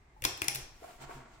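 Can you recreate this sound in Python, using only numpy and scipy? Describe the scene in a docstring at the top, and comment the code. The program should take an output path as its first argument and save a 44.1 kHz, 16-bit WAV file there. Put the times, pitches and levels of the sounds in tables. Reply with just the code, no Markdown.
"""Clips snapping off a housing

Plastic clips snap loose as a panel is pried off a computer housing on a table, in a small live room.
Each snap is a short run of growing slips that cracks and rings the shell's modes; the panel knocks dully.
The panel rumbles and hums as it flexes; hands and panel rub on as grainy friction and hiss.
Snaps and knocks echo in a tail of sparse taps; steady noise is the room tone."""
import sys
import numpy as np
from scipy import signal
from scipy.fft import rfft, irfft
from scipy.io import wavfile
from scipy.ndimage import uniform_filter1d

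SR = 44100
rng = np.random.default_rng(int(sys.argv[2]) if len(sys.argv) > 2 else 0)


def gain_from_db(level_db):
    """Convert decibel levels to linear amplitude factors (20 dB per decade)."""
    decades = np.asarray(level_db, float) / 20
    return 10 ** decades


def transcribe(u):
    """Save the signal u as a 16-bit wav file named by the first command-line argument.

    u: samples, shape (n,) or (channels, n), limited to [-1, 1]; the rate is SR.
    q: integer samples, one column per channel.
    """
    v = np.clip(np.atleast_2d(u).T, -1, 1)
    q = np.round(v * 32767).astype(np.int16)
    wavfile.write(sys.argv[1], SR, q)


N = 61739
RIGHT_LAG_S = .00035

# left-right likeness of diffuse sound: hz, likeness (0-1)
LIKENESS = [(30, 0.95), (150, 0.93), (400, 0.91), (1000, 0.081), (16000, 0)]


def evened(x):
    """Scales to rms 1."""
    return x / np.sqrt(np.mean(x ** 2) + 1e-20)


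def unit(x):
    """Scales to energy 1."""
    return x / np.linalg.norm(x)


def read(points, hz):
    """Interpolates a table on a log-frequency axis."""
    f, value = np.transpose(points)
    return np.interp(np.log(hz + 1), np.log(f + 1), value)


def level(rows, axis):
    """Gain curve from a dB column, -120 dB before the first row."""
    rows = np.array(rows)
    return gain_from_db(np.interp(np.arange(N) / SR, rows[:, 0], rows[:, axis], left=-120))


def add(mix, start_s, sound):
    """Mixes a sound in at start_s."""
    part = mix[round(start_s * SR):][:len(sound)]
    part += sound[:len(part)]


def resonate(x, hz, width_hz):
    """One-pole complex resonance of about unit gain at its centre."""
    r = np.exp(-np.pi * width_hz / SR)
    pole = r * np.exp(2j * np.pi * hz / SR)
    return 2 * signal.lfilter([1 - r], [1, -pole], x).real


def noise(tone):
    """Stereo noise of rms 1 with a given spectrum; the right channel shares part of the left."""
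    hz = np.fft.rfftfreq(N, 1 / SR)
    a, b = rfft(rng.standard_normal((2, N)))
    same = np.clip(read(LIKENESS, hz), -1, 1)
    pair = np.array([a, same * a + np.sqrt(1 - same ** 2) * b])
    return evened(irfft(pair * gain_from_db(read(tone, hz)), N))


def room_tone():
    """Steady background of shaped noise."""
    # spectrum: hz, density_db_per_hz (relative)
    floor_tone = [(15, -30), (25, -9.5), (55, -1.5), (90, -10.5), (180, -19), (280, -18.5), (370, -15.5),
                  (480, -26.5), (860, -19), (1400, -27.5), (2100, -23), (3000, -35.5), (6000, -39.5),
                  (8500, -41.5), (11000, -62), (16000, -70)]
    floor_db = -62.5
    return gain_from_db(floor_db) * noise(floor_tone)


def room(x):
    """Echo: sparse taps of random sign, each band dying at its own speed."""
    # decay: hz, t60_s
    decay = [(100, 0.74), (400, .6), (1000, 0.69), (2500, 0.5), (5500, 0.56), (9000, 0.35), (14000, 0.22)]
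    # starting spectrum of the tail: hz, level_db
    tail_tone = [(100, 0), (500, 4.5), (1200, 2), (2500, 1.5), (5500, 1.5), (10000, 1), (13000, 1.5),
                 (16000, -5)]
    echo_db, pan_db = -5, 1.5  # pan: left minus right
    start_s, rise_s = 0.0041, 0.0023
    taps = np.zeros((2, SR))
    slots = np.arange(0, SR - 20, 16)
    at = slots + rng.integers(0, 16, (2, len(slots)))
    np.put_along_axis(taps, at, rng.choice([-1., 1.], at.shape), 1)

    hz, t, z = signal.stft(taps, SR, nperseg=256)
    same = np.clip(read(LIKENESS, hz), 0, 1)[:, None]
    z = np.array([z[0], same * z[0] + np.sqrt(1 - same ** 2) * z[1]])
    band_db = read(tail_tone, hz)[:, None] - 60 * t / read(decay, hz)[:, None]
    tail = signal.istft(z * gain_from_db(band_db), SR, nperseg=256)[1]
    tail = tail * np.clip((np.arange(tail.shape[1]) / SR - start_s) / rise_s, 0, 1)
    tail = tail / np.linalg.norm(tail, axis=1, keepdims=True)
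    tail = tail * gain_from_db(np.array([[.5], [-.5]]) * pan_db)
    return gain_from_db(echo_db) * signal.fftconvolve(x[None], tail, axes=1)[:, :N]


def rubbing():
    """Grainy friction into the housing's resonances, with a smooth hiss above."""
    # course: start_s, body_db, hiss_db, highest_hiss_db
    course = [(0.74, -68, -70.5, -95), (0.798, -68, -68, -74), (0.846, -53.5, -60.5, -64.5),
              (0.858, -57, -62, -66.5), (0.91, -55, -60, -66.5), (0.974, -67.5, -66.5, -73),
              (0.996, -57.5, -64.5, -83), (1.02, -51, -53, -61.5), (1.048, -49.5, -55.5, -70),
              (1.06, -57, -62.5, -97), (1.1, -51, -61, -68), (1.116, -49, -58.5, -68),
              (1.156, -53.5, -59, -67.5), (1.252, -55.5, -69, -100.5), (1.306, -62, -69.5, -106),
              (1.346, -59.5, -65.5, -89.5), (1.38, -63.5, -69.5, -81), (1.4, -62, -71, -81)]
    # housing resonances: centre_hz, width_hz, level_db (relative)
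    resonances = [(255, 34, -3), (365, 51, 2.5), (471, 34, -2), (700, 124, 4), (932, 36, 4.5),
                  (1094, 63, 3.5), (1345, 130, -2), (1600, 100, -23), (2050, 135, -15.5)]
    # hiss spectra: hz, density_db_per_hz (relative)
    hiss_tone = [(1200, -62), (2000, 1.5), (3500, -3.5), (6000, -7), (7600, -4.5), (9000, -13),
                 (11000, -49)]
    air_tone = [(7500, -30), (9000, -0.5), (12000, -5), (15000, -5), (16500, -9.5)]
    grains_per_s, grain_spread_db = 900, 4.5
    smooth, shared = 0.44, 0.88  # steady noise against grains; drive common to both sides
    body_below_hz = 2470

    hits = rng.random((3, N)) < grains_per_s / SR
    grains = hits * gain_from_db(grain_spread_db * np.minimum(rng.exponential(1, (3, N)), 3))
    grains = grains * rng.choice([-1., 1.], (3, N))
    drive = evened(grains) + smooth * rng.standard_normal((3, N))
    drive = drive[:2] + shared * drive[2]
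    body = sum(gain_from_db(db) * resonate(drive, hz, width_hz) for hz, width_hz, db in resonances)
    body = signal.sosfilt(signal.butter(4, body_below_hz, fs=SR, output="sos"), body)
    hiss = level(course, axis=2) * noise(hiss_tone)
    air = level(course, axis=3) * noise(air_tone)
    return level(course, axis=1) * evened(body) + hiss + air


def flexing():
    """Slow rumble of panel and table, and the panel's lowest mode kept going by the hands."""
    # course: start_s, rumble_db, hum_db
    course = [(0.0, -68.5, -101), (0.092, -76, -66.5), (0.132, -72, -91), (0.264, -48, -47),
              (0.292, -80, -63), (0.54, -76.5, -65), (0.58, -53.5, -50.5), (0.634, -50.5, -66),
              (0.68, -57, -78), (0.72, -58, -60), (0.778, -54, -86), (0.806, -63.5, -92), (0.876, -77, -78),
              (0.93, -59, -82), (1.042, -56.5, -55.5), (1.128, -57, -67.5), (1.164, -54, -53.5),
              (1.238, -64, -61), (1.268, -70, -84), (1.346, -58.5, -85), (1.374, -79, -63.5),
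              (1.4, -67, -75)]
    # rumble spectrum: hz, density_db_per_hz (relative)
    rumble_tone = [(10, -2.5), (22, -0.5), (45, -10.5), (80, -11), (130, -45)]
    panel_hz, waver_hz, waver_gain = 136, 5, .3  # both wavers rms
    wander = uniform_filter1d(rng.standard_normal((2, N)), size=1500, axis=1)
    drift, swell = (evened(v) for v in wander)
    phase = 2 * np.pi * np.cumsum(panel_hz + waver_hz * drift) / SR
    hum = (1 + waver_gain * swell) * np.sin(phase)
    return level(course, axis=1) * noise(rumble_tone) + level(course, axis=2) * evened(hum)


def knocks():
    """Dull knocks of the big panel, each one decaying mode with a soft onset."""
    # knocks: start_s, level_db (before the mix gains), pitch_hz, t60_s
    strikes = [(.100, -67, 2110, .08), (.164, -51.5, 861, 0.052), (0.223, -40.5, 112, 0.067),
               (.250, -43, 75.5, 0.093), (.250, -41, 103, .1), (.250, -27, 341, 0.021),
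               (.251, -37.5, 241, 0.041), (.251, -20.5, 1047, 0.02), (.223, -48, 515, 0.079),
               (.256, -42, 530, 0.05), (.418, -43, 95, .1), (.418, -31, 350, 0.029),
               (0.482, -43.5, 133, 0.1), (.483, -35.5, 821, 0.044), (0.549, -50, 128.5, 0.25),
               (.821, -39.5, 444, 0.022), (.828, -41, 676, 0.042), (.842, -37.5, 700, .05),
               (1.016, -38.5, 910, 0.027), (1.093, -39, 393, 0.029), (1.094, -43, 1600, .015),
               (1.165, -49.5, 255, 0.098), (0.221, -48, 1490, .02), (.9, -49, 1240, 0.027),
               (1.094, -38.5, 930, 0.039), (1.113, -43.5, 910, 0.075), (1.036, -49, 356, .05),
               (.875, -45.5, 725, 0.031)]
    rise_s = 0.0013
    t, out = np.arange(SR // 3) / SR, np.zeros(N)
    for start_s, db, hz, t60_s in strikes:
        envelope = gain_from_db(db - 60 * t / t60_s) * (1 - np.exp(-t / rise_s))
        add(out, start_s, envelope * np.sin(2 * np.pi * hz * t))
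    return out


def snaps():
    # snaps: start_s, slip_ms, crack_db, middle_db, upper_db, top_db (all before snap_gain),
    # best_hz (middle modes struck best), pan_db (left minus right)
    clip_rows = [(.2210, 2.16, -29.5, -25, -43, -47, 2770, 3.5), (0.239, 3.96, -20, -19, -44, -47, 2280, 5),
                 (.2455, 3.9, -31, -53, -39, -58, 2970, -22.5),
                 (.2499, 1.72, -19, -21, -14, -55, 2970, 11.5),
                 (.2530, 1.0, -18.5, -13, -34, -27, 3260, -3),
                 (.2550, 2.7, -27, -20.5, -39, -38, 2380, -3.5), (.3720, 7.4, -33, -52, -39, -56, 2750, -1),
                 (0.4178, 1.9, -20, -14, -24.5, -30.5, 2300, 8.5),
                 (0.4211, 1.0, -31, -26, -40, -52, 2290, -10), (.4420, 5.0, -26.5, -55, -64, -56, 2540, -4),
                 (.4820, 2.335, -18.5, -14.5, -13.5, -20, 2590, 6.5),
                 (0.4859, 2.04, -51, -18.5, -34, -59, 2730, 9),
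                 (.5460, 6.0, -21.5, -49, -63, -51, 2620, 1.5), (.5540, 6, -21, -60, -54, -36, 2620, 2.5)]
    # shell modes: pitch_hz, level_db (relative), t60_s
    middle_modes = [(1950, 0, .004), (2350, 0, .005), (2800, -2, .004), (3150, 0, .004), (3550, -1, .0035),
                    (3950, -1, .0035)]
    upper_modes = [(4400, -5, .0025), (4850, -8, .0025), (5450, 0, .0035), (5950, -1, .003),
                   (6500, -7, .0025), (7050, -7, .0025)]
    top_modes = [(7700, -2, .004), (9100, -3, .004), (10350, 0, .004), (12300, -6, .003), (13300, -6, .003),
                 (14600, -5, .003)]
    slips_per_s, slip_growth, spread_db, snap_gain = 12000, .3, 1.5, 4
    middle_db_per_octave, echo_modes_db = 20, -1
    crack_above_hz, echo_above_hz = 1000, 220

    t, out = np.arange(1024) / SR, np.zeros((3, N))
    for start_s, slip_ms, crack_db, middle_db, upper_db, top_db, best_hz, pan_db in clip_rows:
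        hit = rng.random(320) < slips_per_s / SR
        u = np.arange(320) / SR / (slip_ms / 1000)  # progress through the slip
        growth = (u + 0.085) ** slip_growth * np.clip(5 * (1.1 - u), 0, 1)
        slips = hit * rng.uniform(-1, 1, 320) * growth

        middle = [(hz, db - middle_db_per_octave * abs(np.log2(hz / best_hz)), t60_s)
                  for hz, db, t60_s in middle_modes]
        parts = [(crack_db, 1. * (t == 0))]  # the bare crack, then the modes
        groups = (middle_db, middle), (upper_db, upper_modes), (top_db, top_modes)
        for group_db, modes in groups:
            for k, (hz, db, t60_s) in enumerate(modes):
                ring = (-1) ** k * gain_from_db(-60 * t / t60_s) * np.sin(2 * np.pi * hz * t)
                parts.append((group_db + db + spread_db * rng.standard_normal(), ring))

        sound = snap_gain * sum(gain_from_db(db) * unit(np.convolve(slips, ring)) for db, ring in parts)
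        add(out[0], start_s, sound * gain_from_db(pan_db / 2))
        add(out[1], start_s + RIGHT_LAG_S, sound * gain_from_db(-pan_db / 2))
        # echo feed: one undivided strike at mid-slip, summed over all directions
        feed = sum(gain_from_db(db + (k > 0) * echo_modes_db) * unit(ring) for k, (db, ring) in enumerate(parts))
        add(out[2], start_s + slip_ms / 2000, snap_gain * feed)
    near = signal.butter(3, crack_above_hz, "high", fs=SR, output="sos")
    echo = signal.butter(3, echo_above_hz, "high", fs=SR, output="sos")
    return np.vstack([signal.sosfilt(near, out[:2]), signal.sosfilt(echo, out[2:])])


def scene():
    """Snaps and knocks with their echo, over flexing, rubbing and room tone."""
    clips, panel = snaps(), knocks()
    panel_right = np.roll(panel, round(RIGHT_LAG_S * SR))
    near = clips[:2] + np.array([gain_from_db(2.95) * panel, gain_from_db(1.1) * panel_right])
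    echo = room(clips[2] + 0.72 * panel)
    return near + echo + flexing() + rubbing() + room_tone()


def low_pass(x):
    """Removes everything above the highest recorded frequency."""
    return signal.sosfilt(signal.butter(12, 16810, fs=SR, output="sos"), x)


def record(dry):
    """Limits the band to 16 kHz with a linear-phase low-pass and finishes the mix."""
    edge = signal.firwin(255, 16000, window=("kaiser", 8), fs=SR)
    mix = signal.oaconvolve(dry, edge[None], "same")
    return low_pass(mix)


dry = scene()
out = record(dry)
transcribe(out)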